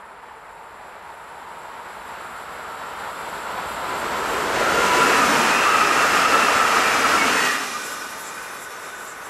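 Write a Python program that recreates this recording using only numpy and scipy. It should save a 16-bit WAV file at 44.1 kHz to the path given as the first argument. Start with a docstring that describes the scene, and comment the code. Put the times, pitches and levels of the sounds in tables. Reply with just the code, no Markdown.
"""Electric train on a snowy forest line

The rails act as waveguides: they sing in narrow treble bands long before the train arrives.
Rough steel rolling on steel radiates a broad roar, through which five bogies sweep by a few metres
away, their ringing wheels and whining gears lowered in pitch by the Doppler effect.
Behind the train the roar drops away, and the rails go on ringing and zinging."""
import sys
import numpy as np
from scipy import signal
from scipy.fft import rfft, irfft, next_fast_len
from scipy.io import wavfile
from scipy.ndimage import map_coordinates

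SR = 44100
rng = np.random.default_rng(int(sys.argv[2]) if len(sys.argv) > 2 else 0)


def file_out(sig):
    """Save sig as 16-bit WAV at sys.argv[1]."""
    # one column per channel
    cols = np.atleast_2d(sig).T
    # limit, then scale
    lim = np.clip(cols, -1, 1)
    pcm = np.round(lim * 32767).astype(np.int16)
    wavfile.write(sys.argv[1], SR, pcm)


N = 409688
TIME = np.arange(N) / SR
FFT_SIZE = next_fast_len(N, True)
FREQ = np.maximum(np.fft.rfftfreq(FFT_SIZE, 1 / SR), 1)
TRAIN_SPEED, SOUND_SPEED, TRACK_DISTANCE = 30., 343, 9.  # m/s, m/s, m
NOSE_S, TAIL_S = 4.852, 7.324  # the two ends of the train are abreast of the listener

# lower and upper treble band of the rail behind the train: f/Hz, width/Hz, level/dB, fluctuation/dB
TREBLE_BANDS = [(7450, 1300, -53.5, 3.5), (10800, 4200, -50.5, 2)]


def undb(db):
    """Amplitude ratio of a level: a factor of ten per 20 dB."""
    return 10 ** (np.asarray(db) / 20)


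def colour(points):
    """Spectral envelope, interpolated over log frequency between points of f/Hz, level/dB."""
    hz, db = np.transpose(points)
    return undb(np.interp(np.log(FREQ), np.log(hz), db))


def resonance(hz, width_hz):
    """Magnitude response of one resonance with steep skirts and unit power."""
    gain = 1 / (1 + (np.sqrt(2) * (FREQ - hz) / width_hz) ** 2) ** 2 + 1e-9
    return gain / np.sqrt(np.mean(gain ** 2))


def noise(gain):
    """Source and filter: white noise shaped by a gain at each frequency."""
    return irfft(rfft(rng.standard_normal(FFT_SIZE)) * gain, FFT_SIZE)[:N]


def wander(rate):
    """Random modulation of unit standard deviation, through `rate` new values a second."""
    steps = rng.standard_normal(1024)
    path = np.interp(TIME * rate, np.arange(len(steps)), steps)
    return path / path.std()


def fade(start, end):
    """Linear ramp from 0 to 1 between two times."""
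    return np.clip((TIME - start) / max(end - start, .01), 0, 1)


def swell(peak_s, sigma_s):
    """Gaussian envelope of unit height."""
    return np.exp(-((TIME - peak_s) / sigma_s) ** 2 / 2)


def gaps(lag_s=0):
    """Uniform motion: metres the nose still has to come, and metres the tail has gone."""
    return TRAIN_SPEED * np.maximum(NOSE_S + lag_s - TIME, 0), TRAIN_SPEED * np.maximum(TIME - TAIL_S, 0)


def decades(along_m):
    """Range of a point on the track, in tenfold steps beyond the closest approach."""
    return np.log10(np.hypot(along_m, TRACK_DISTANCE) / TRACK_DISTANCE)


def pass_by(sound, abreast_s, falloff=0, beam_db=0):
    """Doppler effect from changing travel time, with optional spreading loss and forward directivity."""
    source_s = np.arange(-SR, N + SR) / SR
    extra_path = np.hypot(TRACK_DISTANCE, TRAIN_SPEED * (source_s - abreast_s)) - TRACK_DISTANCE
    emitted_s = np.interp(TIME, source_s + extra_path / SOUND_SPEED, source_s)
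    to_go = TRAIN_SPEED * (abreast_s - emitted_s)
    distance = np.hypot(TRACK_DISTANCE, to_go)
    gain = (TRACK_DISTANCE / distance) ** falloff * undb(beam_db * to_go / distance)
    return map_coordinates(sound, [emitted_s * SR % (N - 1)], order=1) * gain


def rolling(flutter_db=.65, bow_db=2.8, bow_s=.5, rush_db=1.54, rush_s=.32):
    """Roughness excitation: sleepers rumble, rails roar and wheels hiss, all weakening with distance."""
    # rumble, roar, hiss: level/dB, lag after the nose/s, loss ahead/(dB/decade), loss ahead/(dB/m),
    # drop after the tail/dB, its delay/s, its duration/s, loss behind/(dB/decade)
    bands = [(-29.5, -.15, 13, 0.07, 12.8, .03, 0.25, 5), (-20.5, 0.055, 13.5, 0.04, 13.5, .01, 0.4, 3),
             (-29.9, 0.12, 12.2, 0.11, 3.5, .21, 0.09, 22)]
    # spectra ahead of, beside and behind the train: f/Hz, relative level/dB
    spectrum_ahead = [(25, -24), (65, -5), (110, -13), (170, -5.5), (295, -7.5), (450, -1.5), (700, -1.5),
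                      (1000, -0.5), (1400, -2), (2200, -11), (3200, -21.5), (4400, -26.5), (5600, -33),
                      (6400, -38), (9000, -51)]
    spectrum_beside = [(25, -27), (75, -12.5), (125, -14.5), (165, -8.3), (260, -7.5), (450, -1.5),
                       (800, 5), (1400, 8), (2200, -0.5), (2700, -3.5), (3600, -13), (7500, -15.5),
                       (9300, -21.5), (13000, -26.5), (15300, -42)]
    spectrum_behind = [(25, -37), (70, -13.5), (120, -7.5), (250, -4.5), (460, 3), (720, -4), (1300, 2),
                       (2200, -8), (3200, -15), (4800, -18), (5600, -15), (9000, -21.5), (12500, -26),
                       (15300, -43)]
    arrived, gone = fade(3.85, 5.12), fade(7.45, 7.88)
    views = [(spectrum_ahead, 1 - arrived), (spectrum_beside, arrived * (1 - gone)),
             (spectrum_behind, gone)]
    above_rumble, above_roar = (1 / (1 + (hz / FREQ) ** 12) for hz in (600, 3000))
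    power_shares = [1 - above_rumble, above_rumble - above_roar, above_roar]
    roughness_db = flutter_db * wander(22)  # rough patches of rail shake all bands at once
    surge_db = bow_db * swell(NOSE_S, bow_s)  # air pushed by the nose swells the rumble
    # air hisses round nose and tail
    ends_db = rush_db * (swell(NOSE_S + rush_s / 2, rush_s) + swell(TAIL_S, rush_s))
    out = 0
    for share, airflow_db, row in zip(power_shares, (surge_db, 0, ends_db), bands):
        db, lag_s, ahead_db, air_db_per_m, drop_db, hold_s, drop_s, behind_db = row
        ahead, behind = gaps(lag_s)
        dropped = fade(TAIL_S + hold_s, TAIL_S + hold_s + drop_s)
        spreading_db = ahead_db * decades(ahead) + behind_db * decades(behind)
        loss_db = spreading_db + air_db_per_m * ahead + drop_db * dropped
        band = 0
        for spectrum, weight in views:
            gain = colour(spectrum) * np.sqrt(np.abs(share))
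            gain /= np.sqrt(np.mean((FREQ < 6000) * gain ** 2))  # unit power below 6 kHz
            band += np.sqrt(weight) * noise(gain)
        out += band * undb(db - loss_db + airflow_db + roughness_db)
    return out


def bogies():
    """Modal radiation: each bogie rings at its randomly driven wheel modes as it sweeps by."""
    # bogies abreast of the listener: t/s, relative level/dB
    passages = [(5.2, 1.5), (5.85, -1.5), (6.42, -1), (6.95, -3), (7.38, -2.5)]
    # wheel and bogie modes at rest: f/Hz, width/Hz, level/dB
    modes = [(270, 133, -34.5), (438, 69, -34.5), (1274, 160, -27.5), (1760, 600, -30.5), (2560, 350, -32)]
    response = np.sqrt(sum((undb(db) * resonance(hz, width)) ** 2 for hz, width, db in modes))
    return sum(undb(db) * pass_by(noise(response), s, falloff=2.08, beam_db=4) for s, db in passages)


def thuds(sigma_s=.04, width_hz=150):
    """Impact excitation: axles drop into dips of the track and briefly shake the bogie frames."""
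    # impacts: t/s, f/Hz, peak level/dB
    impacts = [(4.33, 470, -33), (4.786, 495, -27.5), (5.079, 420, -24), (5.387, 271, -29),
               (5.888, 436, -31.5), (6.338, 520, -30), (7.22, 290, -31.5)]
    return sum(undb(db) * swell(s, sigma_s) * noise(resonance(hz, width_hz)) for s, hz, db in impacts)


def whine(abreast_s, hz, waver=.01):
    """A wavering, Doppler-shifted tone; random fading stands for ground reflections that come and go."""
    phase = 2 * np.pi * np.cumsum(hz * (1 + waver * wander(90))) / SR
    fading_db = 5.5 * np.tanh(wander(45)) - 1
    return undb(fading_db) * pass_by(np.sqrt(2) * np.sin(phase), abreast_s)


def drive(motor_hz=916, drone_hz=262, drone_width_hz=120):
    """Tones of rotating machinery: the front motor whines; each driven bogie's gears whine, then drone."""
    # envelope of the motor's whine: t/s, level/dB
    motor_envelope = [(3.2, -65), (3.55, -38), (4.2, -40), (4.4, -43), (4.57, -32), (4.72, -35),
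                      (4.82, -25), (5.03, -23.8), (5.2, -27), (5.35, -28), (5.45, -42), (5.75, -65)]
    # driven bogies: t abreast/s, gear f at rest/Hz, gear level/dB, drone level/dB
    gears = [(5.42, 2112, -36, -29.5), (7.34, 2142, -33.5, -35)]
    motor_db = np.interp(TIME, *np.transpose(motor_envelope))
    out = undb(motor_db) * whine(abreast_s=5.48, hz=motor_hz)
    for s, hz, gear_db, drone_db in gears:  # both peak just before the bogie is abreast
        out += undb(gear_db) * swell(s - .25, sigma_s=.33) * whine(s, hz)
        drone = pass_by(noise(resonance(drone_hz, drone_width_hz)), s)
        out += undb(drone_db) * swell(s - .1, sigma_s=.16) * drone
    return out


def track_ring(build_s=.6, pulsing_db=2.2):
    """Damped resonance: track modes build up under the train, pulse, and decay exponentially after it."""
    # track modes: f/Hz, width/Hz, level/dB, decay/(dB/s)
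    modes = [(1208, 80, -34.7, 14), (1495, 60, -42, 0), (1920, 90, -36.5, 15), (2420, 130, -39, 14),
             (2800, 170, -40, 18), (3640, 450, -49, 5), (5200, 330, -43, 14), (5720, 300, -50, 6),
             (6380, 130, -55, 4), (9950, 500, -55, 3)]
    since_tail = np.maximum(TIME - TAIL_S, 0)
    ring = sum(noise(resonance(hz, width)) * undb(db - decay * since_tail + pulsing_db * wander(9))
               for hz, width, db, decay in modes)
    return fade(NOSE_S, NOSE_S + build_s) * ring


def howls(edge_s=.12, pulsing_db=1.5, flutter_db=4.2):
    """Forced resonance: rough track drives rail or wheel in pulses that deepen as the nose arrives."""
    # rough stretches: start t/s, end t/s, f/Hz, width/Hz, level midway/dB, rise over the stretch/dB
    stretches = [(-.3, 2.19, 915, 150, -46, 8), (-.3, 2.0, 455, 170, -55.5, 1),
                 (2.1, 4.8, 1335, 260, -38.5, 9), (2.5, 4.6, 910, 130, -40.5, 7),
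                 (3.8, 5.1, 400, 170, -36.5, 10), (4.55, 5.2, 1380, 80, -30, 2),
                 (5.58, 6.85, 1240, 110, -29.7, -3), (5.7, 7.25, 1325, 120, -29.3, 1),
                 (5.6, 6.75, 2683, 70, -35, 0), (7.28, 7.66, 1840, 420, -31, -5),
                 (8.05, 8.65, 885, 90, -47, -2)]
    depth_db = pulsing_db + (flutter_db - pulsing_db) * fade(NOSE_S - edge_s, NOSE_S)
    out = 0
    for start, end, hz, width, db, rise_db in stretches:
        edge = min(edge_s, (end - start) / 3)
        held = fade(start, start + edge) * (1 - fade(end - edge, end))
        level_db = db + rise_db * (fade(start, end) - .5) + depth_db * np.tanh(2 * wander(24))
        out += noise(resonance(hz, width)) * undb(level_db) * held
    return out


def squeals(waver=.014, grate_db=2):
    """Short wheel notes: a wheel squeals or rings briefly on one wavering, grating note; the two earliest notes
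    are distant knocks that ring briefly."""
    # short notes (the first two distant knocks): peak t/s, Gaussian sigma/s, f/Hz, level/dB
    notes = [(1.797, .008, 958, -35), (2.036, .01, 896, -36), (4.78, .018, 1385, -22.5),
             (4.826, .014, 1383, -21.5), (5.228, .016, 1210, -22), (5.384, .012, 1329, -22),
             (5.488, .035, 900, -28), (5.538, .045, 2496, -28), (5.62, 0.066, 2660, -29),
             (5.672, .014, 1173, -19), (5.75, .014, 1291, -19.5), (5.823, .012, 1257, -21),
             (6.026, .012, 1254, -21), (6.132, .012, 1361, -22), (6.269, .012, 1275, -21),
             (6.343, .014, 1324, -20), (6.476, .012, 1257, -21), (6.611, .014, 1313, -20),
             (6.658, .012, 1286, -21), (6.763, .014, 1232, -19.5), (6.87, .06, 2336, -31),
             (6.959, .012, 1270, -22), (7.15, .02, 1335, -21.5), (7.223, .022, 2215, -24),
             (7.385, .02, 2540, -28), (7.42, 0.06, 1906, -30), (7.47, .02, 2520, -28),
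             (7.51, 0.04, 1720, -29.5), (7.755, .016, 1210, -31)]
    warped_time = np.cumsum(1 + waver * wander(100)) / SR
    grate = undb(grate_db * wander(100))
    return grate * sum(undb(db) * swell(s, sigma_s) * np.sqrt(2) * np.sin(2 * np.pi * hz * warped_time)
                       for s, sigma_s, hz, db in notes)


def rail_song(song_db=-38.5, passed_db=-14, turn_s=.48, behind_db_per_m=.08, shimmer_db=.7, own_db=.5):
    """Guided waves lose little per metre: the rail sings long before the train and, weaker, after it."""
    # pass bands of the rail, the narrow ones whistling: f/Hz, width/Hz, relative level/dB, loss/(dB/m)
    bands = [(6630, 450, -18, .21), (7320, 50, -16, .168), (7520, 850, -5, .168), (7810, 130, -13.5, .168),
             (8040, 70, -18, .2), (8400, 550, -8.5, .31), (9350, 90, -24, .13), (9535, 130, -15, .13),
             (9675, 55, -14.5, .13), (9775, 80, -19.5, .13), (11200, 1500, -10, .172),
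             (12600, 1400, -9.5, .192)]
    ahead, behind = gaps()
    passed = fade(NOSE_S - turn_s, NOSE_S + turn_s)
    common_db = song_db - behind_db_per_m * behind + passed_db * passed + shimmer_db * wander(24)
    return sum(noise(resonance(hz, width)) * undb(common_db + db - loss * ahead + own_db * wander(30))
               for hz, width, db, loss in bands)


def zings(sigma_s=.02):
    """Dispersion: knocks of distant wheels arrive along the rail smeared into short hisses."""
    # knocks: t/s, peak level of the lower band/dB, peak level of the upper band/dB
    knocks = [(7.860, -39, -42), (7.928, -46, -43), (8.209, -55, -41), (8.279, -40, -53), (8.355, -48, -47),
              (8.440, -50, -47.5), (8.553, -58, -47), (8.634, -43.5, -44.5), (8.845, -49, -56),
              (9.000, -49, -51), (9.055, -52, -48), (9.098, -42, -58), (9.265, -48, -52)]
    lower, upper = (noise(resonance(hz, width)) for hz, width, _, _ in TREBLE_BANDS)
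    return sum(swell(s, sigma_s) * (undb(lower_db) * lower + undb(upper_db) * upper)
               for s, lower_db, upper_db in knocks)


def sizzle():
    """Incoherent sum: countless small knocks of the receding wheels merge into twitching treble noise."""
    envelope = fade(7.4, 8.0) * undb(-5 * fade(8.2, 9.8))
    return envelope * sum(noise(resonance(hz, width)) * undb(db + fluctuation_db * wander(28))
                          for hz, width, db, fluctuation_db in TREBLE_BANDS)


def background(level_db=-65.3, sway_db=2):
    """Ambient noise floor: a faint, far-off rumble that sways in level."""
    # rumble spectrum: f/Hz, relative level/dB
    spectrum = [(20, -20), (40, -5), (64, -3), (100, -10), (200, -20), (600, -46)]
    rumble = noise(colour(spectrum))
    return rumble / rumble.std() * undb(level_db + sway_db * wander(4))


def scene(width_db=-.7, opening_db=2.5):
    """Superposition, nearly mono: a weak side signal of wandering phase grows as the train goes by."""
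    # spectral weighting of the side signal: f/Hz, relative level/dB
    side_spectrum = [(60, -21), (110, -19), (200, -23.5), (380, -26), (700, -29), (950, -35), (1290, -33),
                     (2380, -24), (4400, -18.5), (8120, -17.5), (15000, -15)]
    mid = (rolling() + bogies() + thuds() + drive() + track_ring() + howls() + squeals()
           + rail_song() + zings() + sizzle() + background())
    analytic = signal.hilbert(irfft(rfft(mid, FFT_SIZE) * colour(side_spectrum), FFT_SIZE))[:N]
    diffuse = np.real(analytic * np.exp(1j * np.pi * wander(20)))
    side = undb(width_db + opening_db * fade(NOSE_S, TAIL_S)) * diffuse
    return np.array([mid + side, mid - side])


def record(dry, hiss_db=-80, top_hz=15200):
    """Self-noise and band limit: faint white hiss is added, then a steep low-pass cuts the top."""
    hiss = undb(hiss_db) * rng.standard_normal((2, N))
    low_pass = signal.ellip(10, .2, 80, top_hz, fs=SR, output="sos")
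    return signal.sosfilt(low_pass, dry + hiss)


dry = scene()
out = record(dry)
file_out(out)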